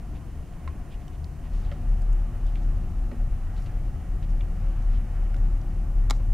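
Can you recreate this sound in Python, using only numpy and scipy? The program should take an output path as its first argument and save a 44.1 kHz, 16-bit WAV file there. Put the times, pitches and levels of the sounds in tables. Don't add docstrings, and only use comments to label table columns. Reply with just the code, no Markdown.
import sys
import numpy as np
from scipy import signal
from scipy.fft import rfft, irfft, next_fast_len
from scipy.io import wavfile
from scipy.ndimage import uniform_filter1d

SR = 44100
rng = np.random.default_rng(int(sys.argv[2]) if len(sys.argv) > 2 else 0)


def nominal_scale(level):
    x = np.asarray(level, float) / 20
    return 10 ** x


def int16_out(signal):
    q = np.round(np.clip(np.atleast_2d(signal).T, -1, 1) * 32767)
    wavfile.write(sys.argv[1], SR, q.astype(np.int16))


N = 279153


def along(points, hz):
    at_hz, value = np.transpose(points)
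    return np.interp(np.log(np.maximum(hz, 1)), np.log(at_hz), value)


def level(x, db):
    return x * nominal_scale(db) / np.sqrt(np.mean(x ** 2))


def lean(x, db):
    return np.array([nominal_scale(db / 2) * x, nominal_scale(-db / 2) * x])


def walk(rate_hz):
    hold = int(SR / rate_hz)
    x = np.repeat(rng.standard_normal(N // hold + 1), hold)
    for _ in range(2):
        x = uniform_filter1d(x, hold, mode="wrap")
    return 1.26 * x[:N]


def fade(t, t60_s):
    return 1000 ** (-t / t60_s)


def band(x, hz, width):
    b, a = signal.iirpeak(min(hz, .4 * SR), 1 / width, fs=SR)
    return signal.lfilter(b, a, signal.lfilter(b, a, x))


def peaks(table, hz):
    return sum(lift_db / (1 + ((hz - f) / (width / 2)) ** 2) for f, width, lift_db in table)


def stereo_noise(colour_db, lean_db, apart_db, size):
    shared, apart = rfft(rng.standard_normal((2, size))) * nominal_scale(colour_db)
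    return lean(shared, lean_db) + nominal_scale(apart_db) * np.array([apart, -apart])


def add(out, time_s, x):
    i = int(time_s * SR)
    out[i:i + len(x)] += x[:N - i]


def orders(table, paths, t, load_db):
    turn_hz, waver_db, slip_rad = 1.8066, 1.0, .15
    flip_order = 12.5
    out = np.zeros((2, N))
    for order, *spot_db, share in table:
        size = np.sqrt(2) * nominal_scale(share * load_db + waver_db * walk(3.05)) * np.sign(order - flip_order)
        slip = slip_rad * walk(2.3)
        for spot, (db, (delay, lead)) in enumerate(zip(spot_db, paths)):
            turns = order * (turn_hz * t - delay) + lead
            out[spot] += size * nominal_scale(db) * np.cos(2 * np.pi * turns + slip)
    return out


def engine_boom(t, load_db):
    # (order, first spot level [dB], second spot level [dB], share of load followed [0-1])
    firing = [(20, -66, -25, 1), (22, -46, -42, 0), (24, -64, -42, 0), (28, -62, -44, .4),
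              (35, -64, -52, 0), (38, -45, -54, 0), (40, -46, -59, 0), (42, -48, -44, 0),
              (50, -61, -46, .9), (53, -64, -53, .8)]
    blades = [(9, -51, -48, 0), (11, -49, -48, 0), (12, -47, -42, 0), (13, -57, -48, 0), (15, -47, -40, 0),
              (16, -57, -41, .6), (18, -50, -38, 0), (19, -56, -40, .9), (21, -54, -34, .4),
              (23, -54, -44, 0), (25, -57, -46, 0), (26, -51, -47, 0), (27, -53, -48, 0), (43, -51, -50, 0)]
    firing_path = [(.21, .74), (0, .19)]
    blade_path = [(.1, .96), (-1 / 6, -.03)]
    boom = orders(firing, firing_path, t, load_db) + orders(blades, blade_path, t, load_db)
    return [lean(x, 1.7) for x in boom]


def rumble(spectrum, cabin_modes, leaning, db, load_db, air_db):
    # (frequency [Hz], level against shared part [dB])
    apart = [(20, -32), (80, -28), (140, -17), (450, -10), (800, -13), (1300, -11), (2200, -16),
             (4000, -22)]
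    follows_load, flicker_db = 0.09, .9
    size = next_fast_len(N)
    hz = np.fft.rfftfreq(size, 1 / SR)
    colour_db = along(spectrum, hz) + peaks(cabin_modes, hz)
    colour_db -= 30 * np.log10(1 + (11 / np.maximum(hz, 1)) ** 2 + (hz / 6000) ** 2)
    both = stereo_noise(colour_db, along(leaning, hz), along(apart, hz), size)
    octave = np.log2(np.clip(hz, 32, 8192))
    out = 0
    for centre in range(5, 14):
        part = irfft(both * np.maximum(1 - abs(octave - centre), 0), size)[:, :N]
        air = np.clip((centre - 7.5) / 2, 0, 1)
        drive_db = (0.5 - air) * follows_load * load_db + air * air_db
        out = out + part * nominal_scale(drive_db + flicker_db * walk(9))
    return level(out, db)


def cabin_rumble(load_db, air_db):
    # (frequency [Hz], density [dB per Hz])
    spectra = [
        [(18, 0.5), (26, -8), (33, -8), (50, 1), (62, -19), (100, -9.5), (150, -8.5), (190, -18), (270, -21),
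         (430, -27.5), (950, -33), (1300, -35), (3080, -42), (3400, -49.5)],
        [(18, -1.5), (29, 0.5), (48, -5.5), (60, -3.5), (95, -7), (108, -9), (170, -15.5), (200, -21),
         (430, -31), (950, -36.5), (1300, -37.5), (2300, -43), (3050, -44), (3300, -52)],
    ]
    # (frequency [Hz], width [Hz], lift [dB])
    cabin_modes = [
        [(41.8, 6.9, 9), (74, 7.9, -6), (217, 55, 3), (301, 11, 6.5), (335, 15, 4), (713, 86, 9),
         (1060, 110, 4), (1880, 51, 5)],
        [(28.5, 2.54, 8.5), (37, 4.3, 1.5), (50.4, 6.5, 2), (140, 26, 3.5), (172, 5.8, 7), (207, 27, 4.5),
         (281, 15, 3), (341.8, 13, 7), (560, 27, 6), (733.6, 96, 9), (860, 45, 6), (930, 70, -4),
         (1150, 120, 2.5), (1320, 53, 2.5), (1890, 34, 7)],
    ]
    # (frequency [Hz], left minus right [dB])
    leaning = [
        [(20, .8), (60, 3.5), (115, 5.5), (190, 3), (280, -3), (400, -2.5), (650, -6), (900, -3.8),
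         (1500, -3.2), (2200, -1), (7000, 0)],
        [(20, .8), (48, 2.3), (70, 3.2), (130, 2.6), (200, 0), (330, -3.2), (480, -1.6), (750, -3.4),
         (900, -.6), (1300, -2.2), (2200, -.3), (7000, 0)],
    ]
    spot_db = [-37, -33.5]
    return [rumble(*spot, load_db, air_db) for spot in zip(spectra, cabin_modes, leaning, spot_db)]


def wall_drone(t, second):
    # (frequency [Hz], level [dB], left minus right [dB])
    drones = [
        (74.5, -42, 6),
        (85, -45.5, 8),
    ]
    # (time [s], level [dB])
    swell_points = [(0, -9), (.11, 3), (.2, -3), (.4, 0), (.52, -6), (.66, 2), (.86, -4), (1.05, 3),
                    (1.35, -3)]
    rough_db, push_rate_hz = -1.0, 22
    time_s, swell_db = np.transpose(swell_points)
    swell = nominal_scale((1 - second) * np.interp(t, time_s, swell_db))
    out = []
    for hz, db, lean_db in drones:
        push = nominal_scale(rough_db) * np.array([walk(push_rate_hz), walk(push_rate_hz)])
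        phase = 2 * np.pi * hz * t
        mode = (1 + push[0]) * np.sin(phase) + push[1] * np.cos(phase)
        out.append(swell * lean(level(mode, db), lean_db))
    return out


def generator_hum(t, second):
    # (frequency [Hz], level [dB], left minus right [dB])
    lines = [(118.6, -48.5, 4.5), (177.8, -58, 2.5), (237.0, -55.5, 1.5), (296.3, -64.5, -2),
             (357.5, -64, -4)]
    waver_db, slip_rad, first_spot_db = 3, .7, -4
    out = 0
    for hz, db, lean_db in lines:
        size = np.sqrt(2) * nominal_scale(db + waver_db * walk(8))
        out = out + lean(size * np.sin(2 * np.pi * hz * t + slip_rad * walk(5)), lean_db)
    return nominal_scale(first_spot_db * (1 - second)) * out


def crack(t, noise, hz, t60_s, width=0.79):
    x = band(noise, hz, width) * fade(t, t60_s) * np.minimum(t / 0.0011, 1)
    return x / abs(x).max()


def struck(table, t):
    return sum((-1) ** k * nominal_scale(db) * np.sin(2 * np.pi * hz * t) * fade(t, t60_s)
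               for k, (hz, db, t60_s) in enumerate(table))


def latch():
    # (time [s], click level [dB], body level [dB], crack level [dB], crack t60 [s])
    contacts = [
        (6.0985, -52, -40, -42, .01),
        (6.0994, -31, -50, -30, 0.011),
        (6.1073, -22, -53, -24.5, 0.01),
        (6.1077, -46, -29, -33, 0.036),
    ]
    # (frequency [Hz], level [dB], t60 [s])
    catch_modes = [(3350, -1.5, 0.008), (3970, 3, 0.0065), (5200, -1, 0.005), (7000, -0.5, 0.0057),
                   (7900, -11, 0.0093), (11040, -5, 0.0042), (12900, -11, 0.0039), (15000, -16, .004)]
    body_modes = [(246, -3.5, 0.065), (407, -2, 0.034), (623, 1, 0.018), (846, 6.5, 0.028),
                  (1010, -1, 0.028), (1150, 7.5, 0.024), (1380, -2, 0.041), (1660, -5.5, .02),
                  (1890, -1, 0.012), (2200, 3.5, 0.017), (2980, -1, 0.015), (3870, -4, 0.01),
                  (6560, -16, .015)]
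    # (frequency [Hz], left minus right [dB])
    leaning = [(550, -4.5), (800, 0), (1400, 0), (1750, -4), (2300, -4), (3200, -1.5), (9000, -1.5),
               (13000, 1.5)]
    # (delay [s], level [dB])
    bounces = [
        (.0037, -13),
        (.0062, -22),
    ]
    crack_hz, apart_hz, apart_db = 4900, 7300, -3
    t = np.arange(4096) / SR
    bright, dull, apart = np.zeros((3, N))
    catch = struck(catch_modes, t) * np.minimum(t / 0.00049, 1)
    body = struck(body_modes, t) * np.minimum(t / 0.00083, 1)
    for time_s, click_db, body_db, crack_db, t60_s in contacts:
        noise = rng.standard_normal((2, len(t)))
        snap = nominal_scale(crack_db) * crack(t, noise[0], crack_hz, t60_s, width=0.84)
        add(bright, time_s, nominal_scale(click_db) * catch + snap)
        add(dull, time_s, nominal_scale(body_db) * body)
        differs = crack(t, noise[1], apart_hz, 0.8 * t60_s, width=0.6)
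        add(apart, time_s, nominal_scale(crack_db + apart_db) * differs)
    bright, apart = (x + sum(nominal_scale(db) * np.roll(x, int(delay_s * SR)) for delay_s, db in bounces)
                     for x in (bright, apart))
    size = next_fast_len(N)
    both = lean(rfft(bright + dull, size), along(leaning, np.fft.rfftfreq(size, 1 / SR)))
    return irfft(both, size)[:, :N] + np.array([apart, -apart])


def ticks():
    # (time [s], peak [dB], ring [Hz], ring against crack [dB],
    # crack centre [Hz])
    moved_parts = [(0.6763, -41, 1070, 8.5, 1640), (0.6766, -53, 1880, 2, 1500), (0.6773, -55, 3980, 9, 3400),
                   (0.6762, -43, 2100, -1, 1500), (0.676, -53, 2750, 0, 3000), (1.08, -47, 3000, 2, 5000),
                   (1.2434, -45.5, 4450, 0.5, 3980), (1.7153, -42, 569, 5.5, 1600),
                   (1.715, -49, 3150, 7, 3500), (1.7152, -49, 1940, 2, 1300), (1.7225, -46, 1270, 2, 2500),
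                   (1.892, -56, 7800, -4, 7000), (2.019, -51, 4880, -4, 7500), (2.129, -49, 6800, -4, 6630),
                   (2.466, -52, 3530, 0, 5460), (2.5546, -41.5, 1500, -30, 2520), (3.039, -55, 3970, -7, 4960),
                   (3.119, -38, 238, -2, 300), (3.1155, -48, 560, 6.5, 1600), (4.408, -51.5, 2340, 10, 1500),
                   (4.408, -53, 3460, 10, 3000), (5.3425, -45.5, 1450, 4.5, 2200),
                   (5.365, -50, 3700, -5, 3800), (5.445, -53, 2197, 3, 2158), (5.614, -49.5, 5200, -13, 4000),
                   (6.0978, -35, 1880, -3, 2000), (6.1955, -52, 840, 4, 1500), (4.4115, -52, 2830, 8, 2800),
                   (6.0997, -40, 6800, 9, 7000), (6.0995, -54, 11600, 6, 11500), (6.1086, -42, 6200, 7, 7800),
                   (6.198, -48, 520, 3, 600), (6.202, -50, 960, -2, 1100), (6.2075, -55, 900, -3, 1000),
                   (1.7143, -57, 4270, -2, 5500),
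                   (0.5357, -54, 1740, -6, 2500), (1.5339, -53, 3030, -4, 3500), (1.738, -62, 2900, -8, 2500),
              (2.5555, -58, 7000, -2, 5000), (2.9886, -55, 1540, -6, 2500), (3.1143, -50, 1280, 3, 1600),
              (3.1145, -56, 4300, -3, 4500), (3.5648, -50, 4000, -6, 2500), (3.579, -58, 9500, -6, 7000),
              (3.587, -62, 3000, -10, 5000), (3.621, -55, 2500, -1, 5500), (3.6605, -48.5, 2070, -1, 3200),
              (4.2258, -49, 1840, -2, 3000), (4.8224, -58, 1300, 5, 5000), (5.343, -53, 5300, 0, 3000),
              (5.343, -56, 10500, -6, 10500), (5.368, -56, 7300, -3, 7300), (5.3835, -68, 7600, 9.5, 7600),
              (5.9858, -53, 1500, -6.5, 2000)]
    out, t = np.zeros(N), np.arange(4096) / SR
    for time_s, db, ring_hz, ring_db, crack_hz in moved_parts:
        t60_s = 0.011 + 0.033 * (1000 / ring_hz) ** 1.6
        ring = np.sin(2 * np.pi * ring_hz * t) * fade(t, t60_s) * np.minimum(t / 0.00047, 1)
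        burst = crack(t, rng.standard_normal(len(t)), crack_hz, t60_s)
        add(out, time_s, nominal_scale(db) * (burst + nominal_scale(ring_db) * ring))
    return out


def rustles():
    # (time [s], level [dB], length [s], centre [Hz])
    slips = [(0.162, -61, .029, 2730), (0.931, -59, .037, 2620), (1.02, -64, .03, 2400),
             (1.14, -66, .05, 2500), (1.44, -65, .015, 2400), (1.462, -63, .035, 2580),
             (1.58, -67, .1, 5200), (1.65, -63, .06, 3100), (1.725, -65, .02, 1800),
             (1.756, -69, .05, 3000), (2.479, -66, .035, 3000), (2.575, -62.5, .04, 2600),
             (2.63, -66, .02, 5000), (3.129, -66, .038, 1500), (3.58, -61, .028, 3500),
             (3.6, -63, .03, 1700), (3.622, -68, .095, 5500), (3.635, -71, .02, 8000),
             (3.669, -58, .017, 2984), (3.68, -63, .02, 1900), (4.238, -61, .018, 3000),
             (4.304, -65, .018, 4992), (6.15, -63.5, .055, 6000), (1.555, -65, .04, 3000),
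             (3.73, -62, .14, 1600), (4.95, -63, .07, 3000)]
    out, t = np.zeros(N), np.arange(-4096, 4096) / SR
    for time_s, db, length_s, hz in slips:
        noise, clump = rng.standard_normal((2, len(t)))
        grains = band(noise * nominal_scale(6.2 * clump), hz, 0.75)
        add(out, time_s + t[0], level(grains, db) * np.exp(-2 * (t / length_s) ** 2))
    return out


def echo(x):
    echo_db, t60_s, top_hz = -22, 0.15, 6000
    t = np.arange(int(.4 * SR)) / SR
    spectrum = stereo_noise(0, 0, -9, len(t))
    tail = irfft(spectrum / (1 + (np.fft.rfftfreq(len(t), 1 / SR) / top_hz) ** 2), len(t))
    tail = tail * fade(t, t60_s) * np.minimum(t / 0.0037, 1)
    tail = tail / np.sqrt((tail ** 2).sum() / 2)
    return nominal_scale(echo_db) * signal.fftconvolve(x[None], tail, axes=1)[:, :N]


def capsule_hiss():
    # (frequency [Hz], density [dB per Hz])
    spectrum = [(1500, 0), (4000, -1), (5000, -.5), (6200, 1.5), (8500, -1.5), (10500, -2), (13000, -4),
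                (15700, -7)]
    # (frequency [Hz], level against shared hiss [dB])
    apart = [(2000, -4), (4500, -8), (5600, -1.5), (8000, -2), (12000, -5.5), (15500, -9)]
    port_hz, port_width_hz, port_db = 9570, 330, 5
    hiss_db, top_hz = -66, 15730
    size = next_fast_len(N)
    hz = np.fft.rfftfreq(size, 1 / SR)
    colour_db = along(spectrum, hz) - 20 * np.log10(1 + (1200 / np.maximum(hz, 1)) ** 2)
    colour_db += peaks([(port_hz, port_width_hz, port_db)], hz)
    both = stereo_noise(colour_db, 0, along(apart, hz), size) * (hz < top_hz)
    return level(irfft(both, size)[:, :N], hiss_db)


def scene():
    # (time [s], engine load [dB], ventilation [dB])
    drive = [(0, -12, -2.5), (.6, -13, -2), (1.3, -6, -2.5), (1.6, -5.5, 0.5), (1.9, 1.4, 0),
             (2.7, -1.5, 1), (2.95, -0.5, 0), (3.4, -7, -1), (3.9, -5.5, -1), (4.2, -1, -1), (4.7, 2, 1),
             (5.4, 2.5, -0.5), (6.0, 1, -0.1), (6.33, 7, -1)]
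    change_s, change_length_s, small_lean_db = 1.49, 0.038, -3
    t = np.arange(N) / SR
    time_s, load, air = np.transpose(drive)
    load_db, air_db = np.interp(t, time_s, load), np.interp(t, time_s, air)
    second = np.clip((t - change_s) / change_length_s + .5, 0, 1)
    layers = zip(engine_boom(t, load_db), cabin_rumble(load_db, air_db), wall_drone(t, second))
    first_spot, second_spot = (boom + noise + drone for boom, noise, drone in layers)
    steady = (1 - second) * first_spot + second * second_spot + generator_hum(t, second)
    snap, small = latch(), ticks() + rustles()
    return steady + snap + lean(small, small_lean_db) + echo(small + snap.mean(axis=0))


def top_cut(x):
    return signal.sosfilt(signal.butter(12, 15745, fs=SR, output="sos"), x)


def record(dry):
    dull = signal.sosfilt(signal.butter(N=6, Wn=16000, fs=SR, output="sos"), dry)
    return top_cut(dull + capsule_hiss())


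dry = scene()
out = record(dry)
int16_out(out)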